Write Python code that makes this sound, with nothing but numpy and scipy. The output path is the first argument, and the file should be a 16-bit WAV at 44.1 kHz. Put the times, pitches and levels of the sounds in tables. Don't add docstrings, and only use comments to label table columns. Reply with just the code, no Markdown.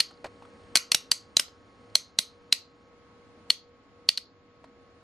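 import sys
import numpy as np
from scipy import signal
from scipy.fft import rfft, irfft, next_fast_len
from scipy.io import wavfile
from scipy.ndimage import uniform_filter1d

SR = 44100
rng = np.random.default_rng(int(sys.argv[2]) if len(sys.argv) > 2 else 0)


def unload_wav(signal):
    wavfile.write(
        sys.argv[1],
        SR,
        np.round(np.clip(np.atleast_2d(signal).T, -1, 1) * 32767).astype(np.int16),
    )


def level_to_linear(level):
    exponent = np.asarray(level, float) / 20
    return 10 ** exponent


N = 221818

# blow in seconds, blow level in dB, main ring in Hz,
# gap to the first rebound in seconds, case rattle under the ring in dB.
DETENTS = [(.0033, -2.5, 4277, .0017, -17.5), (0.7555, -2, 4562, .0009, -11.5),
           (0.7612, -8.5, 4400, .0012, -11), (.7710, -7.5, 4138, 0.0014, -13),
           (.9180, -6.5, 4283, 0.0014, -10), (0.9465, -9, 5620, .0014, -7),
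           (1.1155, -4, 4581, .0016, -10.5), (1.3683, -2, 3990, .0010, -12.5),
           (1.3961, -10.5, 5086, .0013, -8), (1.9541, -1.5, 4180, 0.00083, -15),
           (2.1880, -3, 4030, 0.001, -12.5), (2.5258, -0.5, 4150, .0010, -16.5),
           (3.5032, -2, 4330, .0010, -18.5), (4.0893, 0.5, 4453, .0010, -22.5),
           (4.1749, -12, 4272, 0.0014, -24), (4.1789, -14.5, 4272, 0.0011, -25.5)]
USUAL_RATTLE_DB = -13
RING_S = 0.06


def shape(x, points):
    hz, db = np.transpose(points)
    size = next_fast_len(x.shape[-1], real=True)
    log_hz = np.log(np.arange(size // 2 + 1) * SR / size + 1)
    gain = level_to_linear(np.interp(log_hz, np.log(hz), db))
    return irfft(rfft(x, size) * gain, size)[..., :x.shape[-1]]


def walk(rate):
    hold = int(SR / rate)
    steps = np.repeat(rng.standard_normal(N // hold + 1), hold)
    return 1.3 * uniform_filter1d(uniform_filter1d(steps, hold), hold)[:N]


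def ring(hz, t60, db, late=0., push=0.00017):
    t = np.arange(int(SR * RING_S))[:, None] / SR
    fade = 1000. ** (-t / np.maximum(t60, .002))
    onset = 1 - np.exp(-(t / push) ** 2)
    return np.sum(level_to_linear(db) * np.sin(2 * np.pi * hz * (t + late)) * fade * onset, axis=1)


def add(out, s, sound):
    i = max(int(s * SR), 0)
    out[i:i + len(sound)] += sound[:N - i]


def contacts(s, db, gap, luck):
    k = np.arange(len(luck))
    rebound_s = s + gap * np.cumsum(1.15 ** k)
    rebound_db = db - 2.5 - 5.5 * k + 0.5 * luck
    tick = (s - 0.0017, db - 16)
    return [tick, (s, db), *zip(rebound_s, rebound_db)]


def dial():
    # Hz, t60 in seconds, dB.
    knock_modes = [(134.26, 0.021, -7.5), (228, .03, -6), (430, 0.014, -6.5), (620, 0.026, -2),
                   (907.2, .015, 1.5), (1000, 0.013, 0.5)]
    body_modes = [(1416, 0.011, -9), (1536, .01, -6.5), (1900, 0.0039, -5.5), (2042, 0.011, -2.5),
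                  (2450, 0.009, -6.5), (2920, 0.0062, 5.5), (3350, 0.0021, 10.5)]
    edge_modes = [(4710, .006, 1), (5660, 0.0042, -2.5), (6320, 0.0069, -2), (7160, 0.0032, -2.5),
                  (6570, 0.004, -8), (7640, .006, -6.5), (8340, 0.0086, -4), (9180, .006, -2.5),
                  (10000, 0.003, -2), (10800, .005, -6), (11500, 0.003, -6)]
    # lower Hz, lower dB, upper Hz, upper dB, extra body level in dB.
    side_rings = [(3122, -4, 4700, -3.5, -0.5), (1460, -5.5, 2200, -6, 2.5), (2492, -3.5, 6200, -2, 0),
                  (2583, -12.5, 5800, -8.5, -5.5), (2770, -3.5, 5556, -4, 0), (2800, 3.5, 3800, 2.5, -4),
                  (3100, -14, 4200, -5, -2.5), (3040, -6.5, 6500, -5.5, -6), (3154, 3.5, 1400, -7, -2.5),
                  (3290, -11.5, 6100, -8.5, -1.5), (3148, -6, 4300, -4, -6.5), (2700, -7, 4700, -6.5, -5),
                  (3316, -1.5, 3900, -15, -3.5), (3460, -4.5, 2900, -13.5, -1),
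                  (3130, -16, 4654, -2.5, -7.5), (3300, -13.5, 3900, -8, 3.5)]
    detune, scatter_db = 0.02, 1.0
    crack_db, crack_s = -0.5, 0.0023
    side_db, side_ring_db = -13, -4.5
    light_knock_db = -8.5
    slip = 0.85
    rebounds = 4
    hz, t60, db = np.transpose(knock_modes + body_modes + edge_modes)
    sizes = [len(knock_modes), len(body_modes), len(edge_modes)]
    push = np.repeat([.0015, .0004, .0003], sizes)
    damp = np.array([1, .55, .65])
    follows = np.array([.9, 0.85, 1])
    t = np.arange(int(SR * RING_S)) / SR
    crack_fade = t / crack_s * np.exp(-2.2 * t / crack_s)
    chance = rng.standard_normal((len(DETENTS), rebounds + 2, 2, 3, len(hz)))
    grit = rng.standard_normal((len(DETENTS), rebounds + 2, 2, len(t)))
    out = np.zeros((7, N))
    for detent, sides, spots, grains in zip(DETENTS, side_rings, chance, grit):
        start, blow_db, main_hz, gap, rattle_db = detent
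        lower_hz, lower_db, upper_hz, upper_db, body_db = sides
        extra_rattle = rattle_db - USUAL_RATTLE_DB
        rings_hz = np.array([main_hz, lower_hz, upper_hz])
        rings_db = np.array([-1.5, lower_db, upper_db])
        rings_t60 = 0.0075 * (1 + 0.0137 * extra_rattle)
        parts_db = np.array([-26.5, -14.5 + body_db, -9]) + follows * extra_rattle
        hits = contacts(start, blow_db, gap, spots[2:, 1, 0, 0])
        for (s, hit_db), ports, noise in zip(hits, spots, grains):
            late = s - start + slip / damp * ports[0, 2, :3] / (2 * np.pi * rings_hz)
            lighter_db = [light_knock_db * (s != start), 0, 0]
            for k, (strength, tuning, sign) in enumerate(ports):
                modes_db = db + scatter_db * strength + np.repeat(parts_db + lighter_db, sizes)
                modes_hz = hz * (1 + detune * tuning)
                case = ring(modes_hz * np.sign(sign), t60, modes_db, push=push)
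                quarter_turn = k / (4 * rings_hz)
                main = ring(rings_hz, rings_t60 * damp, rings_db + side_ring_db * k, late=late + quarter_turn)
                crack = level_to_linear(parts_db[2] + crack_db) * np.diff(noise[k], prepend=0) * crack_fade
                add(out[k], s, level_to_linear(hit_db + k * side_db) * (case + crack + main))
            if s == start:
                around_t60 = rings_t60 * 1.2 * np.sqrt(damp)
                around_db = rings_db + [0, -4, 0]
                around = [ring(*mode) for mode in zip(rings_hz, around_t60, around_db)]
                case = ring(modes_hz * (-1) ** np.arange(len(hz)), t60, modes_db, push=push)
                around += [level_to_linear(1) * case, level_to_linear(3) * crack]
                for row, part in zip(out[2:], around):
                    add(row, s, level_to_linear(hit_db + 3.5) * part)
    return out


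def climb():
    climb_db, rise_s = -30, 0.0026
    grind_colour = [(800, -19.5), (2500, -3.5), (4300, 0.0), (9000, -7.5), (13000, -12.0)]  # (Hz, dB)
    t = np.arange(-SR // 100, 0) / SR
    grit = shape(rng.standard_normal((len(DETENTS), len(t))), grind_colour)
    out = np.zeros(N)
    for (s, blow_db, *_), noise in zip(DETENTS[1:], grit[1:]):
        add(out, s + t[0], level_to_linear(blow_db + climb_db) * noise * np.exp(t / rise_s))
    return out


def fingers():
    # start in seconds, level in dB, case mode in Hz, scrape in dB, knock in dB.
    taps = [
        (0.106, -42.5, 790, -11, -20.5),
        (0.242, -23.5, 607, -14.5, -4.5),
        (0.255, -29.5, 598, -19, 4),
        (0.263, -39.5, 704, -9, -5.5),
        (0.421, -38, 916, -19.5, -0.5),
        (0.45, -38, 1200, -21, -3),
        (1.481, -51, 590, -13, 7.5),
        (4.64, -35, 657, -21, -0.5),
    ]
    # Hz, dB.
    scrape_colour = [(100, -18), (300, 2), (900, 13.5), (2400, -4), (4300, -5.5), (5200, -11.5),
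                     (8500, -15.5), (12000, -30)]
    # start in seconds, level in dB, pitch in Hz.
    creaks = [(0.1396, -50, 4570), (0.174, -53, 4280), (0.243, -40, 4300), (0.2614, -41, 4380),
              (0.3614, -60, 3950), (0.638, -58, 3217), (1.481, -42, 4240), (1.8995, -55, 4280),
              (4.654, -59, 4220)]
    scrape_s, lag_s = .004, 0.0018
    t = np.arange(int(SR * RING_S)) / SR
    grit = shape(rng.standard_normal((len(taps), len(t))), scrape_colour)
    out = np.zeros(N)
    for (s, db, hz, scrape_db, knock_db), noise in zip(taps, grit):
        knock = ring(hz * np.array([1, 2.85]), 0.01665, knock_db + np.array([0, -14]))
        slide = t / scrape_s
        scrape = level_to_linear(scrape_db + 15.0) * noise * np.sqrt(slide) * np.exp(-slide)
        add(out, s + lag_s, level_to_linear(db) * (knock + scrape))
    for s, db, hz in creaks:
        add(out, s, ring(hz * np.array([1, 1.1]), .02, db + np.array([-3, -9])))
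    return out


def bench_echoes(mid):
    # delay in seconds, level in dB.
    echo_paths = [(.0105, -25), (.0225, -34)]
    return sum(level_to_linear(db) * np.roll(mid, int(s * SR)) for s, db in echo_paths)


def room(parts):
    # centre in Hz, t60 in seconds, level in dB.
    room_bands = [(537.6, 0.14, -45), (1200, 0.36, -45), (2100, 0.18, -38.5), (3100, 0.26, -48.5),
                  (4500, 0.26, -48.5), (6270, 0.22, -46), (9004, 0.13, -42), (12960, 0.15, -41)]
    build_s, wide = 0.0037, 0.73
    t = np.arange(SR // 2) / SR
    tail = 0
    for hz, t60, db in room_bands:
        band_pass = [(hz / 1.7, -30), (hz / 1.15, 0), (hz * 1.15, 0), (hz * 1.7, -30)]
        band = shape(rng.standard_normal((2, len(parts), len(t))), band_pass)
        tail = tail + level_to_linear(db) * band * 1000. ** (-t / t60)
    tail = tail * (1 - np.exp(-(t / build_s) ** 2))
    pair = np.array([tail[0] + wide * tail[1], tail[0] - wide * tail[1]])
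    return signal.fftconvolve(parts[None], pair, axes=2).sum(axis=1)[:, :N]


def duck():
    recover_s = .6
    t = np.arange(N) / SR
    drops_db = [(8.5 + .4 * db) * np.exp(-np.abs(t - s) / recover_s) * (t > s) for s, db, *_ in DETENTS]
    return -49 - 1.03 * t - np.max(drops_db, axis=0)


def air():
    # Hz, level in dB per Hz.
    air_colour = [(12, -51), (20, -22.5), (91, -3), (107, 0.5), (123, -16.5), (145, -8.5), (277, -2.5),
                  (373, -10), (476, -8.5), (696, -12), (1070, -17), (1570, -18), (2290, -22.5), (8660, -39),
                  (13000, -59)]
    # Hz, side minus mid in dB.
    air_width = [(60, -5), (110, -9.5), (200, -15), (360, -15), (660, -10.5), (1200, -4.5), (2180, -3),
                 (3960, 0.5), (7210, -1), (13100, 6)]
    # Hz, level in dB, unsteadiness from 0 to 1.
    motor_tones = [(478.2, -60.5, 0.4), (1101, -66, 0.14), (1279, -69.5, .2)]
    mid, side = shape(rng.standard_normal((2, N)), air_colour)
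    side = shape(side, air_width)
    scale = np.std(shape(mid, [(140, -60), (150, 0), (1500, 0), (1600, -60)]))
    out = 0
    for hz in 25 * 2. ** np.arange(10):
        octave = [(hz / 2, -40), (hz / 1.5, -3), (hz, 0), (hz * 1.33, -3), (hz * 2, -40)]
        out = out + shape(np.array([mid + side, mid - side]), octave)
    t = np.arange(N) / SR
    for hz, tone_db, loose in motor_tones:
        port_lag = np.array([[0], [hz / 1500]])
        phase = 2 * np.pi * hz * t + loose * 3 * walk(3.5) + port_lag
        tone_level = level_to_linear(tone_db + 61.5 + 5.6 * loose * walk(16))
        out = out + scale * tone_level * np.sin(phase)
    return out / scale * level_to_linear(duck() - 4.5)


def scene():
    mid, side, *around = dial()
    soft = fingers() + climb()
    mid = mid + soft
    reflections = bench_echoes(mid) + room(np.array(around + [soft]))
    return np.array([mid + side, mid - side]) + reflections + air()


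def band_limit(x):
    return signal.sosfilt(signal.butter(12, 13710, fs=SR, output="sos"), x)


def record(dry):
    wide_spans = [(1.39, 1.52), (2.52, 2.68), (2.88, 5.1)]
    # Hz, threshold over the usual level in dB.
    gate_points = [(3000, -21), (5750, -11), (5850, 0), (5950, 13.5), (6050, -4.5), (7400, -6.5), (7700, 5),
                   (7900, 4), (8100, 0.5), (9200, 1), (10000, -3), (11000, 7)]
    top_cut = signal.ellip(10, .5, 55, 12800, fs=SR, output="sos")
    x = signal.sosfilt(top_cut, np.clip(dry, -.97, .97))
    hz, t, (mid, side) = signal.stft([x[0] + x[1], x[0] - x[1]], SR, nperseg=1024)
    clicks = [(s - .005, s + 0.026) for s, *_ in DETENTS]
    wide = sum((t >= a) & (t < b) for a, b in wide_spans + clicks) > 0
    folded = (hz[:, None] > 4050) & ~wide
    power = uniform_filter1d(np.abs([mid, side]) ** 2, size=3, axis=2)
    usual = uniform_filter1d(np.median(power[0], axis=1), size=9)
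    threshold_db = np.interp(hz, *np.transpose(gate_points), left=-90)
    is_open = power > (usual * level_to_linear(2 * threshold_db))[:, None]
    mid_power, side_power = uniform_filter1d(power, size=9, axis=1)
    lift = np.sqrt(1 + side_power / mid_power)
    pair = np.array([mid * np.where(folded, lift, 1), side * ~folded]) * is_open
    mid, side = signal.istft(pair, SR, nperseg=1024)[1][:, :N] / 2
    return band_limit(np.clip([mid + side, mid - side], -1, 1))


dry = scene()
out = record(dry)
unload_wav(out)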